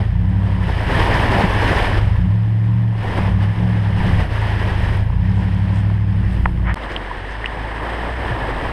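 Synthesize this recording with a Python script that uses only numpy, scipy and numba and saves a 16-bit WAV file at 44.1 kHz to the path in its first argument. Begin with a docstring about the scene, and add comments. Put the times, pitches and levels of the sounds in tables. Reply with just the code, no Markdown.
"""A V8 four-wheel drive wades through a creek, its uneven exhaust beats booming through the body.
The wheels churn up bubbles and spray. We listen from a plastic case held out of the window:
wind thumps on it, drops tick on it, and fingers tap it as it is drawn into the cab.
After a click the scene changes to the bank, where the next vehicle drones closer, pushing a bow wave."""
import sys
import numpy as np
from scipy import signal
from scipy.fft import rfft, irfft, next_fast_len
from scipy.io import wavfile
from scipy.ndimage import uniform_filter1d
from numba import njit

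SR = 44100
rng = np.random.default_rng(int(sys.argv[2]) if len(sys.argv) > 2 else 0)


def bounce(signal):
    """Save signal as a 16-bit WAV file at the path given by the first command-line argument."""
    frames = np.transpose(np.atleast_2d(signal))
    limited = np.clip(frames, -1, 1)
    pcm = np.round(limited * 32767).astype(np.int16)
    wavfile.write(sys.argv[1], SR, pcm)


N = 384552
TIME = np.arange(N) / SR
RIDE_END_S, BANK_START_S = 6.743, 6.755
TOP_HZ = 15000

# The V8's speed. Each row: time in seconds, firings per second.
ENGINE_REVS = [(0, 70.25), (.2, 88.6), (.4, 99.3), (.65, 91.6), (.95, 59.2), (1.5, 50.64), (1.98, 48.32),
               (2.36, 109), (2.6, 109.8), (2.8, 114.7), (3, 109.4), (3.3, 94.3), (3.66, 112.6),
               (4.1, 90.44), (4.3, 77.84), (4.93, 66.04), (5.32, 95.54), (5.6, 95.4), (5.95, 104.2),
               (6.4, 91.8), (6.72, 89.5)]
# The exhaust's tones. 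Each row: multiple of the engine cycle (eight firings),
# relative level in dB when burbling, the same when running evenly.
EXHAUST_TONES = [(3.0, -12.5, -19), (4.0, -60.5, -28), (5.0, 4, -5), (6.0, -10.5, -15), (7.0, -29, -33.5),
                 (8.0, -0.5, 6.5), (9.0, -3, -51), (10.0, -1.5, -46.5), (11.0, -12, -4),
                 (12.0, -24.5, -10.5), (13.0, -2.5, -9.5), (14.0, -13, -24.5), (15.0, -5.5, -58.5),
                 (16.0, -3, -19), (17.0, -30, -10), (18.0, -7.5, -44.5), (19.0, -26.5, -43),
                 (20.0, -12.5, -32.5), (21.0, -35, -10.5), (22.0, -15.5, -16), (23.0, -21.5, -31),
                 (24.0, -17, -25), (25.0, -16.5, -40), (26.0, -18, -29)]
# How the exhaust and body boom. Each row: frequency in Hz, boost in dB.
BODY_BOOM = [(20, -21.5), (40, -1), (57, -2), (75, -9), (105, 9), (125, -5.5), (150, -7.5), (185, 5),
             (210, -11.5), (240, -17), (295, -3), (350, -27.5)]
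# The foot eases off the throttle. Each row: time in seconds, half length in seconds, dip in dB.
THROTTLE_LIFTS = [(3.047, 0.11, 6.5), (3.553, 0.028, 10), (4.293, 0.029, 5)]
# The case moves in through the window. Each row: time in seconds, share inside the cab from 0 to 1.
INSIDE_CAB = [(6.15, 0.03), (6.35, 1)]
# The tone of the engine's rasp. Each row: frequency in Hz, relative level in dB.
RASP_TONE = [(120, -7), (260, 6.5), (450, -10), (900, -19.5), (1900, -9.5), (3500, -22), (8000, -45)]
EXHAUST_DB, CRUISE_HZ, DB_PER_OCTAVE, DB_PER_OCTAVE_PER_S = -15, 100, 3.5, 0.76
# The cylinders sound even in one range of speeds, and during one hard pull.
EVEN_HZ, EVEN_WIDTH_HZ, EVEN_SHARE, LEAST_EVEN = 70.8, 11.1, 0.84, 0.078
PULL_START_S, PULL_END_S, PULL_EDGE_S, PULL_EVEN = 2.37, 3.03, 0.039, 0.67

# The wheels plough into deeper water. Each row: start, length, build-up time and collapse time
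# in seconds, then relative churn and spray levels in dB.
WATER_SURGES = [(-.1, 0.097, 0.025, 0.068, -29.5, -33), (0.257, 0.41, 0.14, .1, -34.5, -38),
                (.53, 0.45, .14, .1, -29.5, -30), (0.81, 0.64, 0.089, 0.081, -21.5, -23),
                (1.398, 0.43, 0.13, 0.16, -20.5, -21.5), (2.898, 0.38, 0.12, 0.057, -27.5, -31),
                (3.299, .63, 0.16, .1, -34, -36), (3.873, 0.35, 0.095, 0.04, -28, -30),
                (4.265, 0.67, 0.047, 0.072, -29, -30), (5.15, 0.65, 0.065, .14, -38, -38.5),
                (5.98, 0.46, .15, .04, -40, -41)]
# Waves slap and break. Each row: time and half length in seconds, relative churn and spray levels in dB.
WAVE_SLAPS = [(0.694, 0.015, -23, -32), (1.125, 0.039, -21, -38), (1.408, 0.044, -21.5, -29),
              (1.982, 0.014, -22.5, -29), (3.184, 0.017, -24.5, -30), (3.434, 0.03, -34, -32.5),
              (4.205, 0.015, -29, -30), (6.844, 0.024, -32, -37.5), (6.914, 0.022, -27.5, -30.5)]
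# The tone of churn and spray, at the wheels and from the bank. Each row: frequency in Hz, relative dB.
WHEEL_CHURN_TONE = [(60, -27), (150, 3), (300, -1), (600, -2), (1000, -4), (1500, -19), (2500, -25),
                    (5000, -47.5)]
WHEEL_SPRAY_TONE = [(500, -1), (1100, -6), (1700, 0.5), (2500, -5.5), (4300, -17), (6300, -28), (7200, -33),
                    (12000, -38), (15000, -43.5)]
BANK_CHURN_TONE = [(60, -1), (150, -5), (280, -2.5), (600, -3.5), (1000, -5), (1500, -14.5), (2500, -31),
                   (5000, -49)]
BANK_SPRAY_TONE = [(500, -2), (1100, -9.5), (1700, 3.5), (2500, -5), (4000, -15.5), (7000, -33.5),
                   (9000, -33.5), (11000, -51), (15000, -49)]
# Big bubbles. Each row: start in seconds, level in dB, pitch in Hz, cycles to fade, glide in octaves.
WATER_PLOPS = [(1.435, -6, 186, 12, -.22), (3.183, -12, 300, 7.8, 0.15), (5.101, -17, 885, 6.5, 0.23),
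               (6.836, -31.5, 3393, 15.7, -.05), (6.9637, -15.5, 2970, 16, 0.2),
               (7.112, -21.5, 890, 25, .9), (7.4426, -18.5, 1850, 20, .34), (7.459, -15, 2560, 20, .51),
               (8.31, -7.5, 114, 6.1, -0.18)]

# The next vehicle's engine speed. Each row: time in seconds, firings per second.
NEXT_VEHICLE_REVS = [(6.8, 52.06), (7.18, 43.23), (7.4, 53.2), (7.75, 53.35), (8.19, 61.7), (8.5, 50),
                     (8.72, 52)]
# Its exhaust tones. Each row: multiple of the firing rate, relative level in dB.
NEXT_VEHICLE_TONES = [(1, -0.5), (1.5, -22.5), (2, -13.5), (2.5, -26), (3, -21)]

# Gusts hit the case. Each row: time in seconds, half length in seconds, level in dB.
WIND_GUSTS = [(0.949, 0.24, -26), (1.553, 0.91, -23.5), (3.126, 0.13, -23.5), (3.597, .1, -26),
              (4.129, 0.18, -18.5), (4.934, 0.3, -23), (6.416, 0.23, -19), (7.104, .15, -52),
              (8.498, 0.43, -29)]
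# The tone of the wind. Each row: frequency in Hz, relative level in dB.
WIND_TONE = [(10, -11), (24, 1.5), (36, -4.5), (55, -5), (100, -1), (200, -17.5), (400, -37.5),
             (1000, -72.5)]
# Fingers tap the case. Each row: start in seconds, relative level in dB.
FINGER_TAPS = [(5.899, -28), (6.2303, -28.5), (6.457, -6.5)]
# The tones of one tap. Each row: pitch in Hz, relative level in dB, cycles to fade, glide in octaves.
TAP_TONES = [(908, -2.5, 13.4, 0.41), (1280, 3, 9.8, 0.42), (1850, 1, 10.9, -0.73)]
# Rubbing on the case. Each row: time and length in seconds, level in dB, centre in Hz, graininess in dB.
CASE_RUSTLES = [(5.389, .06, -62, 4000, 1), (5.774, 0.06, -58, 4077, 2), (6.33, .05, -64, 5000, 2),
                (6.697, 0.053, -29.5, 1080, 1.5), (6.93, .025, -49, 3337, 8), (7.323, 0.037, -48, 3230, 9),
                (7.46, 0.006, -48, 3970, 5)]
# Where the case rings. 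Each row: frequency in Hz, width in Hz, boost in dB.
CASE_RESONANCES = [(950, 240, 3.5), (1810, 380, 6.3), (3080, 600, 6.3), (5080, 380, 7.5), (8480, 560, 10.5),
                   (10650, 800, 9)]


def v8_exhaust(inside, cab_hz=57, cab_db=8, smear=1.07):
    """Two uneven rows of cylinders make many tones; each booms as it passes a resonance."""
    firing_hz, level_db, even = engine_state(inside)
    cycle_hz = firing_hz / 8
    phase = 2 * np.pi * np.cumsum(cycle_hz) / SR + .012 * (1 - even) * wander(14)
    out, power = 0, 0
    for multiple, burble_db, even_db in EXHAUST_TONES:
        hz = multiple * cycle_hz
        db = burble_db * (1 - even) + even_db * even + level_at(BODY_BOOM, hz)
        cab_boom_db = cab_db * inside / (1 + (4 * (hz / cab_hz - 1)) ** 2)  # the cab's air booms too
        gain = from_db(db + cab_boom_db)
        waver_db = .3 + (1 - even) * (multiple != 8)  # the firing note is the steadiest
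        lag = smear * multiple ** 2  # the long pipe delays high tones more, spreading each beat
        out = out + gain * from_db(waver_db * wander(13)) * np.cos(multiple * phase - lag)
        power = power + gain ** 2 / 2
    return out / np.sqrt(power) * from_db(level_db), phase


def engine_state(inside, cab_loss_db=-1.5, response_s=0.04):
    """Firing rate, level and evenness: the engine is louder when it runs fast or speeds up."""
    hz = curve(ENGINE_REVS)
    octaves = np.log2(hz / CRUISE_HZ)
    speeding_up = uniform_filter1d(np.gradient(octaves) * SR, int(response_s * SR))
    db = EXHAUST_DB + DB_PER_OCTAVE * octaves + DB_PER_OCTAVE_PER_S * speeding_up + cab_loss_db * inside
    db = db - sum(dip_db * swell(s, half_s) for s, half_s, dip_db in THROTTLE_LIFTS)
    pull = smooth_step(PULL_START_S, PULL_EDGE_S) - smooth_step(PULL_END_S, PULL_EDGE_S)
    even = LEAST_EVEN + EVEN_SHARE * np.exp(-((hz - EVEN_HZ) / EVEN_WIDTH_HZ) ** 2) + PULL_EVEN * pull
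    return hz, db, np.clip(even, 0, 1)


def engine_rasp(phase, level_db=-46, depth=0.77):
    """The valves and air intake rasp once per firing."""
    rasp = colour(rng.standard_normal(N), RASP_TONE)
    return from_db(level_db) * rasp * (1 + depth * np.cos(8 * phase))


def wheel_wash(steady_churn_db=-40, steady_spray_db=-45.5, drain_share=0.19, drain_s=0.17):
    """Power of churn and spray at the wheels: each surge builds, holds, collapses and drains away."""
    churn, spray = from_db(steady_churn_db) ** 2, from_db(steady_spray_db) ** 2
    for start, length, build_s, collapse_s, churn_db, spray_db in WATER_SURGES:
        age, after = np.maximum(TIME - start, 0), np.maximum(TIME - start - length, 0)
        fall = (1 - drain_share) * np.exp(-after / collapse_s) + drain_share * np.exp(-after / drain_s)
        shape = (1 - np.exp(-(age / build_s) ** 2)) * fall
        churn = churn + (from_db(churn_db) * shape) ** 2
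        spray = spray + (from_db(spray_db) * shape) ** 2
    return churn, spray


def add_slaps(churn, spray):
    """Breaking waves add to the power of churn and spray; both come back in dB."""
    for s, half_s, churn_db, spray_db in WAVE_SLAPS:
        shape = swell(s, half_s)
        churn = churn + (from_db(churn_db) * shape) ** 2
        spray = spray + (from_db(spray_db) * shape) ** 2
    return 10 * np.log10(churn), 10 * np.log10(spray)


def water(powers, churn_tone, spray_tone, churn_db, spray_db, foam_db, slosh_db):
    """Big bubbles churn and small drops fizz over hissing foam; both swell with each slosh."""
    churn_level, spray_level = add_slaps(*powers)
    slosh = slosh_db * wander(24)
    churn = bubbles(155, 2198, cycles=11.5, spread_db=0.5, count=18000)
    churn += from_db(foam_db) * rng.standard_normal(N)
    spray = bubbles(994, 13500, cycles=19, spread_db=3.5, count=36000)
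    spray += from_db(foam_db + 1) * rng.standard_normal(N)
    churn_gain = from_db(churn_level + churn_db + slosh + 0.2 * wander(49))
    spray_gain = from_db(spray_level + spray_db + 0.46 * slosh + 0.76 * wander(60))
    return colour(churn, churn_tone) * churn_gain + colour(spray, spray_tone) * spray_gain


def bubbles(low_hz, high_hz, cycles, spread_db, count):
    """A crowd of bubbles, many faint and a few loud, each rising in pitch as it rings."""
    when, pitch, size, life = rng.random((count, 4)).T
    hz = low_hz * (high_hz / low_hz) ** pitch
    loudness = from_db(-spread_db * np.log(1 - .985 * size)) * hz / low_hz
    return normalise(ring(when * N / SR, loudness, hz, cycles * (.5 + life), np.full(count, .25)))


def plops():
    """Single big bubbles ring briefly; the lowest are gulps."""
    starts, db, hz, cycles, octaves = np.array(WATER_PLOPS, float).T.copy()
    return ring(starts, from_db(db), hz, cycles, octaves)


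def next_vehicle(base_db=-25.5, cruise_hz=52, db_per_octave=10, waver_db=4.5):
    """The next vehicle's exhaust drones across the water, louder as it revs and comes closer."""
    hz = curve(NEXT_VEHICLE_REVS)
    phase = 2 * np.pi * np.cumsum(hz) / SR
    note = 0
    for multiple, db in NEXT_VEHICLE_TONES:
        waver = waver_db * (multiple > 1) * wander(18)  # only the overtones waver
        note = note + from_db(db + waver) * np.cos(multiple * phase)
    return note * nearness() * from_db(base_db + db_per_octave * np.log2(hz / cruise_hz))


def bow_wave(churn_db=-34.5, spray_db=-37, deep_churn_db=5, deep_spray_db=2):
    """Power of the churn and spray ahead of the next vehicle; both grow as it reaches deep water."""
    deep = smooth_step(7.75, edge_s=0.059)
    churn = nearness() * from_db(churn_db + deep_churn_db * deep)
    spray = nearness() * from_db(spray_db + deep_spray_db * deep)
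    return churn ** 2, spray ** 2


def nearness(start_m=31, m_per_s=3.24):
    """The next vehicle's sound doubles in strength each time its distance halves."""
    return start_m / np.maximum(start_m - m_per_s * (TIME - BANK_START_S), 1)


def wind(breeze_db=-37.5, flutter_db=-1.0):
    """Swirls of air thump softly on the case: gusts over a light breeze."""
    gust_power = sum((from_db(db) * swell(s, half_s)) ** 2 for s, half_s, db in WIND_GUSTS)
    strength = np.sqrt(from_db(breeze_db) ** 2 + gust_power)
    return colour(rng.standard_normal(N), WIND_TONE) * strength * from_db(flutter_db * wander(12))


def taps():
    """Each finger tap makes the case ring with the same few tones."""
    rings = [(start, from_db(db + tone_db), hz, cycles, octaves)
             for start, db in FINGER_TAPS for hz, tone_db, cycles, octaves in TAP_TONES]
    return ring(*np.array(rings, float).T.copy())


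def drops(spray_power, per_s=14, relative_db=-15.5, spread_db=8.5, low_hz=2500, high_hz=11000, cycles=4.):
    """Stray drops tick on the case during the ride, harder when the spray is heavy."""
    count = int(per_s * RIDE_END_S)
    when, pitch, size = rng.random((count, 3)).T
    starts = when * RIDE_END_S
    spray = np.sqrt(np.interp(starts, TIME, spray_power))
    loudness = spray * from_db(relative_db - spread_db * np.log(1 - .95 * size))
    hz = low_hz * (high_hz / low_hz) ** pitch
    return ring(starts, loudness, hz, np.full(count, cycles), np.zeros(count))


def rustles(grains_per_s=250):
    """Rubbing on the case makes short, grainy swells of noise."""
    out, noise, grain = 0, rng.standard_normal(N), wander(grains_per_s)
    for s, length, db, hz, grain_db in CASE_RUSTLES:
        band = signal.butter(4, [hz / 2, min(hz * 2, TOP_HZ)], "band", fs=SR, output="sos")
        rubbing = normalise(signal.sosfilt(band, noise) * from_db(grain_db * grain))
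        out = out + from_db(db) * rubbing * swell(s, length / np.sqrt(2))
    return out


def end_click(level_db=-15, rise_s=.0006):
    """The ride ends in a click: the sound wave is chopped off in mid-swing."""
    return -from_db(level_db) * np.exp(-np.abs(TIME - RIDE_END_S) / rise_s)


def cab_hum(inside, hz=337, base_db=-42):
    """A steady tone, perhaps the fan, is heard near the open window and louder inside."""
    return from_db(base_db) * np.sqrt(2 * inside) * np.sin(2 * np.pi * hz * TIME + 0.25 * wander(8))


@njit
def ring(starts, size, hz, cycles, octaves):
    """Gliding tones: each swells within about a cycle and fades by 60 dB over its cycles."""
    out = np.zeros(N)
    for k in range(len(starts)):
        start, length = int(starts[k] * SR), int(cycles[k] * SR / hz[k]) + 2
        phase, step, gain = 0., 2 * np.pi * hz[k] / SR, size[k] * 2.3
        glide, fade = 2 ** (octaves[k] / length), 1e-3 ** (1 / length)
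        for i in range(max(start, 0), min(start + length, N)):
            out[i] += gain * np.sin(phase) * (1 - np.exp(-phase * phase / 40))
            phase, step, gain = phase + step, step * glide, gain * fade
    return out


def from_db(db):
    """Turn decibels into a number to multiply by."""
    return 10 ** (np.asarray(db) / 20)


def curve(table):
    """Join rows of time and value with straight lines."""
    return np.interp(TIME, *np.transpose(table))


def level_at(tone, hz):
    """Look up a tone table's level in dB at the given frequencies."""
    table_hz, db = np.transpose(tone)
    return np.interp(np.log(hz + 1e-3), np.log(table_hz), db)


def normalise(x):
    """Scale a signal to an average power of 1."""
    return x / np.sqrt(np.mean(x ** 2))


def colour(x, tone):
    """Shape a sound's lows and highs with a tone table; its average power becomes 1."""
    size = next_fast_len(N, True)
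    hz = np.arange(size // 2 + 1) * SR / size
    return normalise(irfft(rfft(x, size) * from_db(level_at(tone, hz)), size)[:N])


def wander(turns_per_s):
    """A random drift up and down, about 1 in size."""
    points = rng.standard_normal(4096)
    return normalise(np.interp(TIME * turns_per_s, np.arange(len(points)), points))


def swell(s, half_s):
    """A smooth rise to 1 and fall back, around a moment."""
    return np.exp(-((TIME - s) / half_s) ** 2)


def smooth_step(s, edge_s):
    """A smooth step from 0 to 1 at a moment."""
    return .5 + .5 * np.tanh((TIME - s) / edge_s / 2)


def scene():
    """The ride through the creek, then the next vehicle heard from the bank."""
    inside = np.clip(curve(INSIDE_CAB), 0, 1)
    exhaust, phase = v8_exhaust(inside)
    churn_power, spray_power = wheel_wash()
    wheels = water((churn_power, spray_power), WHEEL_CHURN_TONE, WHEEL_SPRAY_TONE,
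                   churn_db=-1, spray_db=-4.5, foam_db=5, slosh_db=1.1)
    ride = exhaust + engine_rasp(phase) + cab_hum(inside) + wheels + end_click()
    bank = next_vehicle() + water(bow_wave(), BANK_CHURN_TONE, BANK_SPRAY_TONE,
                                  churn_db=1, spray_db=-2, foam_db=8, slosh_db=1.45)
    mix = np.where(TIME < RIDE_END_S, ride, bank) + wind() + plops() + taps() + rustles()
    mix += drops(spray_power)
    # a moment of silence lies between the two scenes
    fade_times = [0, .003, RIDE_END_S - .00005, RIDE_END_S, BANK_START_S, BANK_START_S + .002]
    return (mix * np.interp(TIME, fade_times, [0, 1, 1, 0, 0, 1]))[None]


def record(dry):
    """The plastic case rings at its resonances, and the highest treble is cut off."""
    out = dry
    for hz, width, db in CASE_RESONANCES:
        out = out + (from_db(db) - 1) * signal.lfilter(*signal.iirpeak(hz, hz / width, fs=SR), out)
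    return signal.sosfilt(signal.ellip(8, .2, 70, TOP_HZ, fs=SR, output="sos"), out)


dry = scene()
out = record(dry)
bounce(out)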